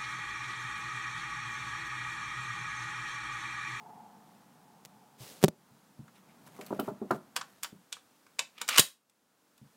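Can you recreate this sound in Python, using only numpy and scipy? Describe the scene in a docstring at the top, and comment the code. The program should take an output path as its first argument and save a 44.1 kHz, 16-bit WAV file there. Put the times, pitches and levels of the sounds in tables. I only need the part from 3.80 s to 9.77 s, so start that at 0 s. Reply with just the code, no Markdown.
"""A soft, hollow rush dies away in a small, quiet room, where a rifle is handled close to the microphone.
Fibres brush the microphone's housing and bumps set it thumping. Hands slip over the stock, the stock
knocks on wood, and steel parts click one by one, ringing the receiver and its pins and springs.
Then the bolt drags forward and slams shut; an automatic gain control ducks and slowly comes back."""
import sys
import numpy as np
from scipy import signal
from scipy.fft import rfft, irfft, next_fast_len
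from scipy.io import wavfile
from scipy.ndimage import uniform_filter1d

SR = 44100
rng = np.random.default_rng(int(sys.argv[2]) if len(sys.argv) > 2 else 0)


def transcribe(signal):
    """Save signal, clipped to [-1, 1], as a 16-bit WAV file at the path in sys.argv[1]."""
    frames = np.atleast_2d(signal).T
    limited = np.clip(frames, -1, 1)
    pcm = np.round(limited * 32767).astype(np.int16)
    wavfile.write(sys.argv[1], SR, pcm)


N = 263096
TIME = np.arange(N) / SR
BLOW_TIME = np.arange(2 ** 13) / SR   # seconds within a single hit


def from_db(db):
    """Decibels to gain."""
    return 10 ** (np.asarray(db) / 20)


def rms_one(x):
    """Scale to rms 1."""
    return x / np.sqrt(np.mean(x ** 2) + 1e-20)


def as_strong_as(x, reference):
    """Give x the rms level of the reference."""
    return rms_one(x) * np.sqrt(np.mean(reference ** 2))


def add(out, s, sound):
    """Mix a sound in at time s."""
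    start = round(s * SR)
    out[start:start + len(sound)] += sound[:N - start]


def passband(x, kind, hz, order):
    """Low-pass or high-pass filter with its corner at hz."""
    return signal.sosfilt(signal.butter(order, hz, kind, fs=SR, output="sos"), x)


def coloured(x, points):
    """EQ curve through (Hz, dB) points; minimum-phase, so nothing sounds ahead of an attack."""
    size = 2 * next_fast_len(len(x) // 2 + 1024)
    hz, db = np.transpose(points)
    curve_db = np.interp(np.log(np.arange(size // 2 + 1) * SR / size + 1), np.log(hz), db)
    cepstrum = irfft(np.log(from_db(curve_db)))
    cepstrum[1:size // 2] *= 2
    cepstrum[size // 2 + 1:] = 0
    return irfft(rfft(x, size) * np.exp(rfft(cepstrum)))[:len(x)]


def resonate(x, modes):
    """Ring parallel resonances, each (Hz, width in Hz, dB)."""
    out = 0
    for hz, width, db in modes:
        radius = np.exp(-np.pi * width / SR)
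        feedback = [1, -2 * radius * np.cos(2 * np.pi * hz / SR), radius ** 2]
        ringing = signal.lfilter([1, 0, -1], feedback, x + 1e-18)
        out = out + from_db(db) * (1 - radius ** 2) / 2 * ringing
    return out


def dying(t60):
    """Envelope that loses 60 dB in t60 seconds."""
    return np.exp(-np.log(1000) * BLOW_TIME / t60) + 1e-12


def burst(t60, rise_s):
    """A blow sets countless close modes ringing: noise that swells briefly and dies."""
    return rng.standard_normal(len(BLOW_TIME)) * dying(t60) * (1 - np.exp(-BLOW_TIME / rise_s))


def grainy(grain_db):
    """Friction noise: its level jumps within plus or minus grain_db about every millisecond."""
    jumps = np.repeat(rng.uniform(-1, 1, N), 32)[:N]
    return rng.standard_normal(N) * from_db(grain_db * jumps)


def swells(rows):
    """A smooth rise and fall for each (middle s, length s, dB), about 9 dB down at the length's ends."""
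    return sum(from_db(db) * np.exp(-np.minimum((2 * (TIME - s) / length_s) ** 2, 50))
               for s, length_s, db in rows)


# Tone of the steady hiss. Each row: frequency in Hz, gain in dB.
HISS_COLOUR = [(18, -70), (30, -39), (127, -13), (273, -4), (384, -14), (449, -9.5), (632, -12.5),
               (889, -12), (1160, -13), (1500, -14), (2120, -19.5), (7870, -22), (16000, -26)]
# Tone of the low rush and the rumble. Each row: frequency in Hz, gain in dB.
RUSH_COLOUR = [(40, -30.5), (95, -17.5), (140, -2.5), (200, 3.5), (340, -10.5), (550, -13.5), (850, -9.5),
               (1300, -16), (2500, -30), (8000, -44.5)]
# Resonances that make the rush hollow. Each row: pitch in Hz, width in Hz, gain per pass in dB.
HOLLOW_MODES = [(440, 29, -2.5), (738.3, 40, 1), (844, 140, 1)]
# Early swells of the hollow tone. Each row: middle in seconds, length in seconds, level in dB.
HOLLOW_SWELLS = [(.08, 0.57, -55), (.9, 0.21, -67.5), (1.22, .3, -68.5)]


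def background(hiss_db=-66.5, rush_db=-59, fade_db_per_s=5, hollow_in_rush_db=-9.5):
    """Steady hiss, a fading low rush with a hollow colour, and the rumble of shifting the rifle."""
    hiss, low, air = rng.standard_normal((3, N))
    rush_gain = from_db(rush_db - fade_db_per_s * TIME)
    hollow_gain = swells(HOLLOW_SWELLS) + from_db(hollow_in_rush_db) * rush_gain
    shifting_gain = swells([(3, 1.3, -57)])
    low_gain = np.hypot(rush_gain, shifting_gain)
    hollow = sum(resonate(resonate(air, [mode]), [mode]) for mode in HOLLOW_MODES)
    rush = low_gain * rms_one(coloured(low, RUSH_COLOUR)) + hollow_gain * rms_one(hollow)
    return from_db(hiss_db) * rms_one(coloured(hiss, HISS_COLOUR)) + rush


# Warm tone of the room's tail. Each row: frequency in Hz, gain in dB.
ROOM_COLOUR = [(60, -3), (200, 5.5), (500, 0.5), (1300, -4.5), (4000, -6.5), (9000, -8), (16000, -8)]


def room(x, t60, build_s=0.0017):
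    """Dense reflections build up within a few milliseconds and die away."""
    t = TIME[:SR // 2]
    build_up = 1 - np.exp(-(t / build_s) ** 2)
    tail = rng.standard_normal(len(t)) * np.exp(-np.log(1000) * t / t60) * build_up
    return signal.fftconvolve(x, coloured(tail / np.linalg.norm(tail), ROOM_COLOUR))[:N]


# Tone of fibres on the microphone. Each row: frequency in Hz, gain in dB.
BRUSH_COLOUR = [(60, -17), (150, 7), (500, 8.5), (1500, -2), (4000, 2), (9000, -1.5), (16000, -6.5)]


def housing_brush(start_s=1.375, stop_s=1.645, db=-51, attack_s=0.044, hold_s=.085, fade_db_per_s=86.5):
    """Fibres land on the housing, then slide ever more lightly until the big bump stops them."""
    sliding_s = np.maximum(TIME - start_s, 0)
    fading_s = np.maximum(sliding_s - attack_s - hold_s, 0)
    landing = np.minimum(sliding_s / attack_s, 1)
    pressure = landing * from_db(db - fade_db_per_s * fading_s) * (TIME < stop_s)
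    return pressure * rms_one(coloured(grainy(grain_db=3.5), BRUSH_COLOUR))


# Strokes of the hands. Each row: middle in seconds, length in seconds, level in dB.
STROKES = [(.55, 0.26, -71.5), (2.367, 0.056, -66), (1.622, .016, -48.5), (2.671, 0.014, -56.5),
           (2.86, 0.44, -59), (3.068, 0.053, -58), (3.338, 0.076, -56.5), (3.71, .2, -66)]
# Tone of hands on the stock. Each row: frequency in Hz, gain in dB.
HANDS_COLOUR = [(100, -19), (600, 11), (2500, 3.5), (5000, -1.5), (12000, -2), (16000, -5)]


def hand_strokes():
    """Hands slip over the stock in a fine, grainy hiss."""
    return swells(STROKES) * rms_one(coloured(grainy(grain_db=10.0), HANDS_COLOUR))


# Modes of the microphone's housing. Each row: pitch in Hz, level in dB, 60 dB decay in seconds.
HOUSING_MODES = [(158.8, -7, 0.074), (230, -1.5, 0.025), (395.3, 5, 0.015), (604, -11, 0.019),
                 (970, -22, 0.013)]
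# Tone of a bump's tick. Each row: frequency in Hz, gain in dB.
TICK_COLOUR = [(100, -6), (1000, 0), (3000, 2.5), (7000, 1.5), (12000, -2), (16000, -4)]
# Bumps on the housing. Each row: start in seconds, thump in dB, tick in dB, rebound gap in seconds.
BUMPS = [(1.051, -53.5, -24, 0.0064), (1.6286, -29.5, -16, .0044), (1.6394, -5.5, 3.5, .0053),
         (1.6823, -20.5, -10, 0.0034)]


def housing_bumps(touches=4, crunch_db=-19, thump_loss_db=3.3, tick_loss_db=3, lock_s=4.9934, jolt_db=-9):
    """Each bump is a dying run of touches that tick and thump; the locking bolt jolts the housing too."""
    out = np.zeros(N)
    modes = sum(from_db(db) * np.sin(2 * np.pi * hz * BLOW_TIME) * dying(t60)
                for hz, db, t60 in HOUSING_MODES)
    thump = passband(modes, "high", 100, order=4)
    for s, thump_db, tick_db, gap_s in BUMPS:
        for rebound in range(touches):
            tick = from_db(crunch_db) * burst(t60=0.013, rise_s=0.00029)
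            tick[0] -= 1   # a hard spike leads the crunch
            settled_db = -22 if rebound >= 2 else 0   # from the third touch on the contact is soft
            tick_gain = from_db(tick_db - tick_loss_db * rebound ** 2 + settled_db)
            thump_gain = from_db(thump_db - thump_loss_db * rebound ** 2)
            add(out, s + rebound * gap_s, thump_gain * thump + tick_gain * coloured(tick, TICK_COLOUR))
    add(out, lock_s, from_db(jolt_db) * thump)
    return out


# Tone of a blow on wood. Each row: frequency in Hz, gain in dB.
WOOD_COLOUR = [(40, -44.5), (90, -22), (150, -1), (250, -3), (500, -6.5), (1000, -2.5), (2000, -14.5),
               (16000, -4)]
# Resonances of the wood. Each row: pitch in Hz, width in Hz, gain in dB.
WOOD_MODES = [(180.3, 18, -10.5), (253, 190, 5.5), (430, 40, -14), (617, 36, 5.5), (1204, 67, 0),
              (1366, 80, 9.5)]


def wood_contact(db, t60, hardness_hz, note_hz, note_cycles=16, note_rise_s=0.00012):
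    """The softer the contact, the fewer resonances it reaches and the more its main note stands out."""
    blow = coloured(burst(t60, rise_s=0.0001), WOOD_COLOUR)
    contact = passband(blow, "low", hardness_hz, order=4)
    knock = as_strong_as(contact + resonate(contact, WOOD_MODES), dying(t60))
    # low notes ring longer than high ones
    note_envelope = dying(note_cycles / note_hz) * (1 - np.exp(-BLOW_TIME / note_rise_s))
    note = np.sin(2 * np.pi * note_hz * BLOW_TIME) * note_envelope
    note_db = -1.8 - 5.5 * np.log2(hardness_hz / 1000)
    return from_db(db) * (knock + from_db(note_db) * note)


# Dull knocks of the stock. Each row: start in seconds, level in dB, 60 dB decay in seconds,
# hardness as a cut-off in Hz, main note in Hz.
KNOCKS = [ (1.404, -52, 0.051, 202, 128), (1.912, -62, .1, 201, 143), (2.192, -43.5, 0.079, 285, 149),
          (2.788, -41.5, 0.17, 1000, 666), (2.9055, -30.5, 0.066, 940, 394), (2.9269, -24, .028, 1090, 553),
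          (2.9917, -25, .07, 1160, 262), (3.079, -28, 0.088, 1020, 247), (3.2155, -34, 0.15, 720, 259),
          (3.3068, -18.5, .08, 1700, 268), (3.9259, -48, 0.069, 427, 173), (5.815, -52.5, 0.12, 220, 145)]


def wood_knocks(rock_back_s=.036, rock_loss_db=16.5, rock_hardness=.45):
    """The stock knocks, rocks back and settles with a second, softer touch."""
    out = np.zeros(N)
    for s, db, t60, hardness_hz, note_hz in KNOCKS:
        add(out, s, wood_contact(db, t60, hardness_hz, note_hz))
        second_touch = wood_contact(db - rock_loss_db, t60, hardness_hz * rock_hardness, note_hz)
        add(out, s + rock_back_s, second_touch)
    return passband(out, "high", 115, order=2)


# Light rubs of steel on steel. Each row: middle in seconds, length in seconds, level in dB.
RUBS = [(2.367, 0.031, -67), (2.506, 0.052, -69), (4.784, 0.0078, -46), (4.822, 0.095, -56)]
# Resonances of the sliding bolt. 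Each row: pitch in Hz, width in Hz, gain in dB.
BOLT_MODES = [(1300, 120, 5.5), (2360, 470, 8.5), (3320, 2100, 1.5)]
# Tone of the steel's friction. Each row: frequency in Hz, gain in dB.
DRAG_COLOUR = [(100, -24), (500, -8), (1200, 0), (2700, -1), (5500, -7), (10000, -12.5), (16000, -18)]


def bolt_slide(start_s=4.888, strike_s=4.9812, db=-40, rise_db_per_s=41.5, hiss_db=24, hiss_power=1.67):
    """Light rubs, then the bolt's run forward: tiny catches ring it, and a harder drag adds hiss."""
    run_s = np.clip(TIME, start_s, strike_s) - start_s
    running = (TIME > start_s) & (TIME < strike_s)
    drag = from_db(db + rise_db_per_s * run_s) * running + swells(RUBS)
    friction = coloured(grainy(grain_db=10.5), DRAG_COLOUR)
    ring = drag * rms_one(resonate(friction, BOLT_MODES))
    hiss = from_db(hiss_db) * drag ** hiss_power * rms_one(friction)
    return ring + hiss


# Tone of a blow on steel. 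Each row: frequency in Hz, gain in dB.
STEEL_COLOUR = [(100, -20.5), (300, -15), (600, -11), (1000, 0.5), (3000, 0), (5000, -2), (8000, -2),
                (12000, -5.5), (16000, -13.5)]
# Resonances of the steel receiver. Each row: pitch in Hz, width in Hz, gain in dB.
RECEIVER_MODES = [(481.4, 80, 3), (1110, 120, -5), (1442, 150, -3.5), (2604, 140, -1), (2920, 120, -4),
                  (3420, 300, -6.5), (3780, 67, -4), (4600, 730, -7.5), (5660, 360, -2.5), (7030, 67, -1)]
# Bright resonances of pins and springs. Each row: pitch in Hz, width in Hz, relative gain in dB.
SMALL_PART_MODES = [(3480, 290, -4), (4024, 34, -7), (6490, 400, -0.5), (7310, 400, 7), (7930, 400, -8.5),
                    (8860, 79, 3.5), (8750, 83, -1.5), (9500, 78, -3.5), (11400, 180, -5),
                    (11770, 180, 3.5), (13600, 100, -5), (14400, 270, -8.5)]


def steel_contact(db, body_db, edge_db, ping_hz, t60=0.036, small_parts_db=-15.5, crack_db=1.5):
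    """A contact cracks, then rings the receiver, the struck spot and the small pins and springs."""
    blow = burst(t60, rise_s=0.00045)
    contact = coloured(blow, STEEL_COLOUR)
    struck_spot = (ping_hz, 420, 2.5)
    receiver = rms_one(contact + resonate(contact, RECEIVER_MODES + [struck_spot]))
    small_parts = from_db(small_parts_db) * rms_one(resonate(blow, SMALL_PART_MODES))
    ring = as_strong_as(receiver + small_parts, dying(t60))
    crack = passband(burst(t60=0.0046, rise_s=.0002), "high", 4500, order=2)
    # heavy parts give body, hard corners give edge
    tone = [(1400, body_db), (4000, 0), (8000, 0), (14000, edge_db)]
    click = coloured(ring + from_db(crack_db) * crack, tone)
    return from_db(db) * as_strong_as(click, dying(t60))


# Clicks of the action; the loudest two, just before 5 seconds, are the bolt striking and locking.
# Each row: start in seconds, level in dB, body up to 1.4 kHz in dB, edge at 14 kHz in dB, ping in Hz.
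CLICKS = [ (1.656, -39.5, -11.5, -7, 4840), (2.279, -52.5, 17, -11, 2050), (2.8113, -42, 5.5, -3, 2360),
          (2.8636, -45, -9, 11, 4240), (2.997, -33, 5.5, 13, 3180), (3.3094, -40, -17, 4.5, 4370),
          (3.563, -23, 2, -5.5, 4550), (3.571, -34.5, 12, -14, 1560), (3.612, -31.5, 9, -26, 1356),
          (3.8322, -27, -2.5, 6.5, 7150), (3.8446, -32, 8.5, -18, 4800), (4.126, -30, -7.5, -12.5, 3600),
          (4.166, -47.5, 16.5, -4, 1500), (4.4656, -54.5, 10, -30, 2400), (4.5914, -20, 0.5, -14.5, 2480),
          (4.8143, -27.5, 3.5, -4, 7100), (4.8787, -33.5, -2, -1.5, 7200), (4.888, -19.5, 1, 0.5, 2870),
          (4.961, -23.5, 2, -13.5, 2670), (4.975, -19, 0.5, -5, 3000), (4.9814, -2, 1.5, 0, 2940),
          (4.9946, 5, -8, 1, 8800), (5.2963, -53.5, -2, 2, 8020), (5.7782, -55, -1.5, 6, 4020)]


def steel_clicks(lead_s=0.0046, lead_db=-19.5, lead_body_db=7.5):
    """Each part scrapes over its catch with a duller, weaker touch just before it snaps home."""
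    out = np.zeros(N)
    for s, db, body_db, edge_db, ping_hz in CLICKS:
        add(out, s - lead_s, steel_contact(db + lead_db, body_db + lead_body_db, edge_db, ping_hz))
        add(out, s, steel_contact(db, body_db, edge_db, ping_hz))
    return out


def scene():
    """Steel, wood and bumps sound close up, with a short room echo, over brushing and background."""
    steel = steel_clicks() + bolt_slide()
    wood = wood_knocks()
    bumps = housing_bumps()
    dull_bumps = passband(bumps, "low", 1500, order=2)   # the bumps' echo is low-passed, so it sounds dull
    echoes = from_db(-3.5) * room(steel, t60=.2)
    echoes += room(from_db(-8.5) * wood + from_db(-25) * dull_bumps, t60=.22)
    return (steel + wood + bumps + echoes + housing_brush() + hand_strokes() + background())[None]


def gain_control(x, limit_db=-11.0, release_db_per_s=13.5):
    """Loud sounds push the gain down at once; it creeps back up."""
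    power = uniform_filter1d(x ** 2, size=176)   # 4 ms window
    excess_db = np.maximum(10 * np.log10(np.maximum(power, 1e-12)) - limit_db, 0)
    recovery_db = release_db_per_s * TIME
    cut_db = np.maximum.accumulate(excess_db + recovery_db, axis=-1) - recovery_db
    return x * from_db(-cut_db)


def record(dry, cutoff_hz=15800):
    """Gain control, rounded peaks and a steep top cut."""
    rounded = np.tanh(gain_control(dry))
    return signal.sosfilt(signal.ellip(12, .1, 80, cutoff_hz, fs=SR, output="sos"), rounded)


dry = scene()
out = record(dry)
transcribe(out)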